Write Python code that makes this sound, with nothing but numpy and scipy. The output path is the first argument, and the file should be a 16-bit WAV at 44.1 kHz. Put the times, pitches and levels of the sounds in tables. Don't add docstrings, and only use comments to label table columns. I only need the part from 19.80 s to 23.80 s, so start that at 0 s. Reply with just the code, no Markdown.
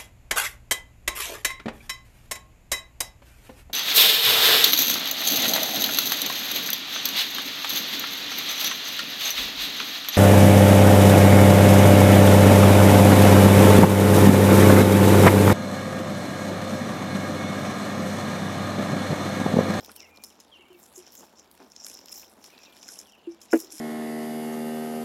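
import sys
import numpy as np
from scipy import signal
from scipy.fft import rfft, irfft
from scipy.io import wavfile
from scipy.ndimage import uniform_filter1d

SR = 44100
rng = np.random.default_rng(int(sys.argv[2]) if len(sys.argv) > 2 else 0)


def to_wav(sig):
    pcm = np.clip(np.atleast_2d(sig), -1, 1) * 32767
    pcm = np.round(pcm).astype(np.int16)
    wavfile.write(sys.argv[1], SR, pcm.T)


N = 176400
T = np.arange(N) / SR

# (f/Hz, level/dB)
GARDEN_EQ = [(25, -25), (45, -4.5), (70, -3.5), (110, -6), (200, 5), (400, 1), (900, 2.5), (2000, -10.5),
             (5000, -22), (16000, -32)]
# (t/s, level/dB)
HUM_RIDE = [(0.0, -64.5), (0.6, -75), (2.4, -74), (2.6, -79)]
GARDEN_DB, HUM_HZ, HUM_WAVER_DB = -62.5, 79.5, 1.5

# (t/s, length/s, start f/Hz, end f/Hz, level/dB)
BIRD_NOTES = [(0.158, 0.078, 3160, 2157, -52.5), (0.216, 0.043, 2200, 1940, -53),
              (0.226, 0.052, 2980, 2415, -54), (0.26, 0.046, 2290, 2015, -59), (.295, .09, 2420, 2397, -54),
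              (.392, .05, 2400, 2416, -55), (0.714, 0.066, 3366, 2580, -47.5),
              (0.783, 0.064, 3140, 2520, -54), (0.787, 0.047, 2130, 2380, -59.5),
              (0.827, 0.083, 2130, 2440, -62), (.845, .05, 3150, 2620, -60), (.895, .065, 3170, 2590, -55),
              (0.919, 0.091, 2285, 2270, -63), (2.701, 0.069, 2920, 2230, -56.5),
              (2.763, 0.086, 2730, 2400, -56), (2.855, 0.033, 2750, 2490, -55),
              (2.848, 0.14, 2385, 2395, -61), (3.252, .062, 3250, 2530, -58.5),
              (3.312, 0.051, 3200, 2495, -50.5), (3.365, .045, 3130, 2790, -61),
              (3.433, 0.046, 3080, 2600, -58), (3.446, 0.11, 2380, 2280, -64.5)]
BIRD_DB, BIRD_WAVER, BIRD_RASP, BIRD_ECHO, BIRD_ECHO_S = -4.0, 0.085, 0.42, 0.65, 0.05

# (t/s, f/Hz, level/dB)
AIR_BOOMS = [(0.79, 360, -50.5), (0.9, 367, -42), (0.944, 353, -44), (1.174, 364, -36.5), (1.428, 345, -50),
             (1.805, 393, -45.5), (1.83, 260, -46), (3.471, 340, -23), (3.928, 312, -43.5)]
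BOOM_ATTACK_S, BOOM_T60_S, BOOM_SAG_PER_S = 0.0042, 0.16, 0.18
# (f/Hz, level/dB, t60/s)
KNOCK_MODES = [(261, -6.8, 0.14), (327, 1.5, 0.18), (450, -1.5, 0.09), (557.5, -7.5, 0.0774),
               (689, -9.5, 0.079), (795, -12, .04), (880, -22, 0.098), (980, -13.5, .05),
               (1456, -1.5, 0.026), (1606, -19, 0.059), (1668, -11, 0.048), (2000, -20, 0.046),
               (2456, -14.5, .02)]
KNOCK_S, KNOCK_DB, KNOCK_ATTACK_S = 3.7284, -8.5, 0.0038
GATE_HOLD_S, GATE_CLOSE_S = 0.042, 0.0016
TAIL_SHARE, TAIL_DECAY_S = 0.34, 0.05
SNAP_S, SNAP_DB, SNAP_ABOVE_HZ, SNAP_ATTACK_S, SNAP_DECAY_S = 3.7318, -7.5, 1440, 0.0014, 0.0034
# (f/Hz, level/dB)
SCRAPE_EQ = [(130, -43), (240, 9.5), (650, 5.5), (1100, -9.5), (1500, -11.5), (2000, -7.5), (2900, -14),
             (3400, -48)]
SCRAPE_DB, SCRAPE_DECAY_S = -22, 0.024
SLOSH_DB, SLOSH_DECAY_S, SLOSH_WIDTH_HZ = -43, 0.1, 68

# (t/s, f/Hz, level/dB, decay/s)
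POT_PLOPS = [(0.093, 1400, -44, 0.0091), (0.504, 3030, -51, 0.0042), (1.428, 880, -47.5, 0.014),
             (2.43, 2600, -45.5, 0.0039), (2.856, 3650, -46, .006), (3.084, 1530, -46, 0.013)]
# (t/s, level/dB, decay/s, body offset/dB, top offset/dB)
LEAF_SPLATS = [(0.0464, -43.5, 0.0019, -1, 1), (0.1159, -48.5, .003, -1, 7), (.162, -42.5, 0.0024, -7, 8),
               (0.2037, -31.5, 0.00086, -7, -16), (.372, -46.5, 0.0018, 3, -6),
               (0.437, -37.5, 0.0048, -10.5, 3), (0.6007, -43.5, 0.005, -14, -5.5),
               (1.157, -44, 0.0013, -17, 2), (1.266, -37, 0.001, -11, -19),
               (1.321, -41.5, 0.0013, -11, 1.5), (1.595, -33, 0.0012, -18, -24),
               (1.7133, -52.5, 0.0013, 0, 10.5), (1.9625, -32.5, 0.002, -15, -23),
               (2.046, -24, 0.0012, -27, -21), (2.065, -28.5, 0.0017, -9.5, -5),
               (2.098, -25, 0.00089, -20, -11), (2.141, -37.5, 0.0013, -11, 3),
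               (2.171, -33, .0008, -22, -16), (2.258, -41, .0015, -8, -0.5),
               (2.2835, -35.5, 0.001, -2, -10), (2.3258, -31.5, 0.0023, -20, -18),
               (2.6414, -43.5, 0.0021, 1, 0), (2.779, -46.5, 0.001, 4.5, -14),
               (3.0284, -35.5, 0.0017, -11, -25), (3.087, -31, 0.002, -17, -13),
               (3.1887, -31, 0.0017, -27, -5), (3.615, -44, 0.004, -10.5, -2.5),
               (3.721, -25, 0.0012, -23, -11), (3.8041, -26, 0.0011, -17, -1.5),
               (3.918, -34, 0.0013, -25, -22)]
# (f/Hz, level/dB)
SPLAT_BODY_EQ = [(400, -31), (1000, -2), (2000, -3.5), (3500, 4), (4800, 6.5), (5600, -15)]
SPLAT_MID_EQ = [(4750, -34.5), (5080, 4.5), (5700, 0), (6400, -3.5), (7300, -5), (8100, -19)]
SPLAT_TOP_EQ = [(7200, -21), (7900, 2.5), (11500, 8), (16000, -4)]
SPLAT_DB, SPLAT_BODY_DB, SPLAT_TOP_DB, SPLAT_ATTACK_S = 0.5, 2.5, -1, 0.00028

# (f/Hz, level/dB)
SOIL_EQ = [(130, -23), (210, 4.5), (400, 1), (800, -1), (1100, -7), (1600, -13), (2600, -24.5)]
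PATTER_EQ = [(900, -22.5), (1500, 2.5), (2500, 0), (3600, 4.5), (4900, -1), (5600, -18)]
SIZZLE_EQ = [(4750, -28), (5080, 1), (5800, 1), (6200, -11.5), (7300, -7.5), (8100, -25)]
HISS_EQ = [(5800, -31), (6150, -1.5), (7500, 2), (8000, -22.5)]
FIZZ_EQ = [(7200, -7), (7900, 0), (9200, -1), (10200, 1.5), (11800, 3), (12600, -28)]
MIST_EQ = [(11400, -22), (12300, -2.5), (14000, -2), (16000, -8.5)]
# (t/s, level/dB)
SOIL_RIDE = [(0.0, -58), (0.55, -68), (1.38, -65), (1.44, -51), (1.46, -71), (1.54, -63.5), (1.78, -70),
             (1.81, -51.5), (1.92, -72.5), (2.07, -61.5), (2.95, -65), (3.24, -60.5), (3.26, -71),
             (3.68, -66)]
PATTER_RIDE = [(0.0, -66.5), (0.22, -70), (0.29, -76), (0.6, -71.5), (0.65, -73), (0.75, -72),
               (0.81, -77.5), (1.28, -67), (1.6, -75), (1.85, -68.5), (1.9, -75), (2.11, -63.5),
               (2.24, -69), (2.37, -64.5), (2.58, -77), (2.63, -69), (2.7, -66), (2.93, -66), (3.22, -66),
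               (3.34, -77), (3.64, -71), (3.77, -61.5), (3.85, -68), (4.0, -59)]
# (t/s, level/dB)
SIZZLE_GATING = [(0.0, -52), (0.08, -51), (0.13, -64), (0.22, -51.5), (0.33, -76), (0.35, -65), (0.42, -69),
                 (0.45, -49.5), (0.58, -68.5), (0.61, -61), (0.71, -80), (0.75, -66), (0.79, -82),
                 (1.0, -69), (1.04, -58), (1.13, -80), (1.17, -54.5), (1.26, -58), (1.28, -56), (1.31, -56),
                 (1.37, -54), (1.55, -71), (1.57, -50.5), (1.61, -56), (1.68, -80), (1.82, -60), (1.9, -65),
                 (1.92, -51), (1.95, -72), (1.96, -49.5), (2.15, -46), (2.27, -59), (2.29, -50),
                 (2.37, -42.5), (2.58, -73), (2.65, -49), (2.76, -69), (2.83, -50.5), (2.91, -69),
                 (3.03, -50.5), (3.13, -47), (3.22, -53.5), (3.26, -68), (3.29, -57.5), (3.47, -85),
                 (3.52, -56), (3.59, -79.5), (3.62, -54), (3.67, -66), (3.7, -55), (3.73, -42), (3.75, -49),
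                 (3.82, -44), (3.89, -58), (3.92, -46.5), (4.0, -46)]
HISS_GATING = [(0.0, -72), (0.41, -72), (0.44, -53), (0.59, -78), (0.6, -57), (0.67, -78), (1.0, -72),
               (1.04, -51), (1.12, -80), (1.16, -42), (1.24, -70), (1.35, -61), (1.369, -44), (1.51, -73.5),
               (1.6, -61), (1.66, -74), (1.88, -74), (2.07, -48), (2.26, -72), (2.37, -45), (2.52, -81),
               (2.67, -59), (2.7, -72), (2.84, -66), (2.9, -71), (3.12, -47.5), (3.17, -58), (3.19, -42.5),
               (3.25, -78), (3.6, -74), (3.62, -50), (3.7, -70), (3.72, -43), (3.84, -51), (3.89, -68),
               (3.92, -44.5), (3.98, -53), (4.0, -47)]
FIZZ_GATING = [(0.0, -69), (0.16, -59.5), (0.21, -72), (0.42, -76), (0.46, -55.5), (0.59, -81), (0.61, -64),
               (0.66, -77), (0.959, -74), (1.04, -58.5), (1.14, -64.5), (1.17, -51.5), (1.26, -74.5),
               (1.39, -59), (1.51, -75), (1.7, -78), (1.72, -67), (1.83, -72), (2.03, -71), (2.06, -47),
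               (2.14, -57), (2.16, -67), (2.3, -80), (2.32, -49), (2.49, -73), (2.5, -59.5), (2.58, -73.5),
               (2.67, -60), (2.69, -65), (2.91, -78), (2.93, -65), (3.07, -64.5), (3.12, -48.5),
               (3.41, -82.5), (3.52, -71), (3.589, -87), (3.62, -57), (3.7, -74), (3.73, -46), (3.82, -50),
               (3.89, -75), (3.93, -46), (4.0, -51)]
MIST_GATING = [(0.0, -64), (0.06, -52), (0.09, -76), (0.18, -56), (0.21, -70), (0.38, -74), (0.46, -63),
               (0.59, -82), (0.9, -77), (1.01, -59.5), (1.13, -74), (1.18, -58), (1.19, -72), (1.29, -74),
               (1.34, -53), (1.52, -76), (1.7, -75), (1.72, -59), (1.79, -78), (1.84, -69), (1.94, -75),
               (2.14, -65), (2.24, -69), (2.38, -46), (2.48, -70), (2.58, -75), (2.67, -65), (2.74, -70),
               (3.2, -67), (3.4, -80), (3.6, -82), (3.62, -63), (3.69, -81), (3.73, -49), (3.81, -51),
               (3.89, -72), (3.91, -62.5), (4.0, -59)]
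SOIL_DB, PATTER_DB, SIZZLE_DB, HISS_DB, FIZZ_DB, MIST_DB = 3.5, 3.5, -4, -3.5, 0, -1
DROPS_PER_S, DROP_SCATTER_DB, DROP_MAX_DB, DROP_DECAY_S, WASH = 1500, 4.5, 26.5, 0.00091, 0.23
PATTER_HARDNESS = 0.78
OWN_DROPS = 0.24
BUBBLE_DB, PLINK_DB, BUBBLE_RISE = 0.5, -9.5, 0.044


def undb(db):
    return 10 ** (np.asarray(db) / 20)


def unit(x):
    return x / np.sqrt(np.mean(x ** 2) + 1e-20)


def fader(levels):
    return undb(np.interp(T, *np.array(levels).T))


def equalise(x, eq):
    hz, db = np.array(eq).T
    log_f = np.log(np.arange(N + 1) * SR / (2 * N) + 1)
    outside = np.maximum(np.log(hz[0]) - log_f, 0) + np.maximum(log_f - np.log(hz[-1]), 0)
    rolloff_db = np.minimum(60 * outside, 60)
    gain = unit(undb(np.interp(log_f, np.log(hz), db) - rolloff_db))
    cepstrum = irfft(np.log(gain))
    cepstrum[1:N] *= 2
    cepstrum[N + 1:] = 0
    return irfft(rfft(x, 2 * N) * np.exp(rfft(cepstrum)))[:N]


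def wander(rate_hz):
    step = int(SR / rate_hz)
    return unit(uniform_filter1d(np.repeat(rng.standard_normal(N // step + 1), step), step)[:N])


def ringing_noise(hz, width_hz, samples):
    resonance = signal.iirpeak(hz, hz / width_hz, fs=SR)
    return unit(signal.lfilter(*resonance, rng.standard_normal(samples)))


def add(out, start, sound):
    i = int(np.clip(start * SR, 0, N - 1))
    out[i:i + len(sound)] += sound[:N - i]


def garden():
    hz = HUM_HZ * (1 + 0.03 * wander(8.2))
    hum = np.sin(2 * np.pi * np.cumsum(hz) / SR) * fader(HUM_RIDE) * undb(HUM_WAVER_DB * wander(27))
    rumble = equalise(rng.standard_normal(N), GARDEN_EQ) * undb(GARDEN_DB)
    return rumble + hum


def bird():
    song = np.zeros(N)
    waver, rasp = wander(400), 1 + BIRD_RASP * wander(500)
    for start, length, from_hz, to_hz, db in BIRD_NOTES:
        progress = np.linspace(0, 1, int(length * SR))
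        glide_hz = from_hz + (to_hz - from_hz) * progress
        depth = BIRD_WAVER * abs(1 - to_hz / from_hz)
        hz = glide_hz * (1 + depth * np.interp(start + length * progress, T, waver))
        swell = np.sqrt(np.abs(np.sin(np.pi * progress)))
        add(song, start, undb(db + BIRD_DB) * swell * np.sin(2 * np.pi * np.cumsum(hz) / SR))
    song *= rasp
    echo = rng.standard_normal(SR // 2) * np.exp(-T[:SR // 2] / BIRD_ECHO_S)
    return song + BIRD_ECHO * signal.fftconvolve(song, echo / np.linalg.norm(echo))[:N]


def booms():
    out, t = np.zeros(N), T[:SR // 3]
    for start, hz, db in AIR_BOOMS:
        envelope = (1 - np.exp(-t / BOOM_ATTACK_S)) * np.exp(-np.log(1000) * t / BOOM_T60_S)
        phase = 2 * np.pi * hz * t * (1 - BOOM_SAG_PER_S * t / 2)
        add(out, start, -undb(db) * envelope * np.sin(phase))
    return out


def knock():
    out, scrape, t = np.zeros(N), np.zeros(N), T[:SR // 3]
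    since_hold = np.maximum(t - GATE_HOLD_S, 0)
    gate = np.exp(-since_hold / GATE_CLOSE_S)
    release = TAIL_SHARE * np.exp(-since_hold / TAIL_DECAY_S) + (1 - TAIL_SHARE) * gate
    knock_envelope = (1 - np.exp(-(t / KNOCK_ATTACK_S) ** 2)) * release
    snap_envelope = (1 - np.exp(-(t / SNAP_ATTACK_S) ** 2)) * np.exp(-t / SNAP_DECAY_S)
    for hz, db, t60 in KNOCK_MODES:
        ring = undb(db) * np.exp(-np.log(1000) * t / t60) * np.sin(2 * np.pi * hz * t)
        brightness = hz ** 2 / (hz ** 2 + SNAP_ABOVE_HZ ** 2)
        add(out, KNOCK_S, undb(KNOCK_DB) * ring * knock_envelope)
        add(out, SNAP_S, undb(SNAP_DB) * ring * snap_envelope * brightness)
    add(scrape, KNOCK_S, rng.standard_normal(len(t)) * np.exp(-t / SCRAPE_DECAY_S) * gate)
    return out + undb(SCRAPE_DB) * equalise(scrape, SCRAPE_EQ)


def slosh():
    out, t = np.zeros(N), T[:SR // 2]
    hz = max(KNOCK_MODES, key=lambda mode: mode[1])[0]
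    murmur = ringing_noise(hz, SLOSH_WIDTH_HZ, len(t))
    add(out, KNOCK_S, undb(SLOSH_DB) * murmur * np.exp(-t / SLOSH_DECAY_S))
    return out


def can(low_cut_hz=220):
    low_cut = signal.butter(5, low_cut_hz, "highpass", fs=SR, output="sos")
    return signal.sosfilt(low_cut, booms() + knock() + slosh())


def plops(width_hz=180):
    out, t = np.zeros(N), T[:SR // 10]
    for start, hz, db, decay in POT_PLOPS:
        add(out, start, undb(db) * ringing_noise(hz, width_hz, len(t)) * np.exp(-t / decay))
    return out


def splats():
    bands, t = np.zeros((3, N)), T[:SR // 20]
    for start, db, decay, body_db, top_db in LEAF_SPLATS:
        envelope = (1 - np.exp(-t / SPLAT_ATTACK_S)) * np.exp(-t / decay)
        for band, tilt_db in zip(bands, (body_db + SPLAT_BODY_DB, 0, top_db + SPLAT_TOP_DB)):
            add(band, start, undb(db + tilt_db + SPLAT_DB) * envelope * rng.standard_normal(len(t)))
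    return sum(equalise(x, eq) for x, eq in zip(bands, (SPLAT_BODY_EQ, SPLAT_MID_EQ, SPLAT_TOP_EQ)))


def bubbles(per_s, centre_hz, spread_octaves, cycles):
    out, t = np.zeros(N), T[:SR // 40]
    for when, pitch, softness in rng.random((int(per_s * N / SR), 3)):
        hz = centre_hz * 2 ** (spread_octaves * (2 * pitch - 1))
        age = t * hz / cycles
        phase = 2 * np.pi * hz * t * (1 + BUBBLE_RISE * np.minimum(age, 2) / 2)
        envelope = age * np.exp(-2 * age) / np.sqrt(softness + 0.038)
        add(out, when * N / SR, envelope * np.sin(phase))
    return unit(out)


def drop_envelope():
    size = undb(np.minimum(DROP_SCATTER_DB * rng.exponential(size=N), DROP_MAX_DB))
    impacts = (rng.random(N) < DROPS_PER_S / SR) * size ** 2
    power = signal.lfilter([1], [1, -np.exp(-2 / (DROP_DECAY_S * SR))], impacts)
    power /= uniform_filter1d(power, SR // 10) + 1e-9
    return unit(np.sqrt(np.abs(power) + WASH ** 2))


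def spray_band(grain, eq, levels, db):
    return equalise(grain * rng.standard_normal(N), eq) * fader(levels) * undb(db)


def spray():
    shower = drop_envelope()
    burble = bubbles(per_s=170, centre_hz=3295, spread_octaves=0.615, cycles=5.1)
    plinks = bubbles(per_s=130, centre_hz=5500, spread_octaves=0.13, cycles=5.4)
    out = burble * fader(PATTER_RIDE) * undb(BUBBLE_DB)
    out += plinks * fader(SIZZLE_GATING) * undb(PLINK_DB)
    out += spray_band(drop_envelope(), SOIL_EQ, SOIL_RIDE, SOIL_DB)
    out += spray_band(unit(shower ** PATTER_HARDNESS), PATTER_EQ, PATTER_RIDE, PATTER_DB)
    for eq, gating, db in [(SIZZLE_EQ, SIZZLE_GATING, SIZZLE_DB), (HISS_EQ, HISS_GATING, HISS_DB),
                           (FIZZ_EQ, FIZZ_GATING, FIZZ_DB), (MIST_EQ, MIST_GATING, MIST_DB)]:
        grain = np.sqrt((1 - OWN_DROPS) * shower ** 2 + OWN_DROPS * drop_envelope() ** 2)
        out += spray_band(grain, eq, gating, db)
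    return out


def scene():
    return (spray() + splats() + plops() + can() + bird() + garden())[None]


def record(dry):
    return signal.sosfilt(signal.ellip(10, .2, 80, 16100, fs=SR, output="sos"), dry)


dry = scene()
out = record(dry)
to_wav(out)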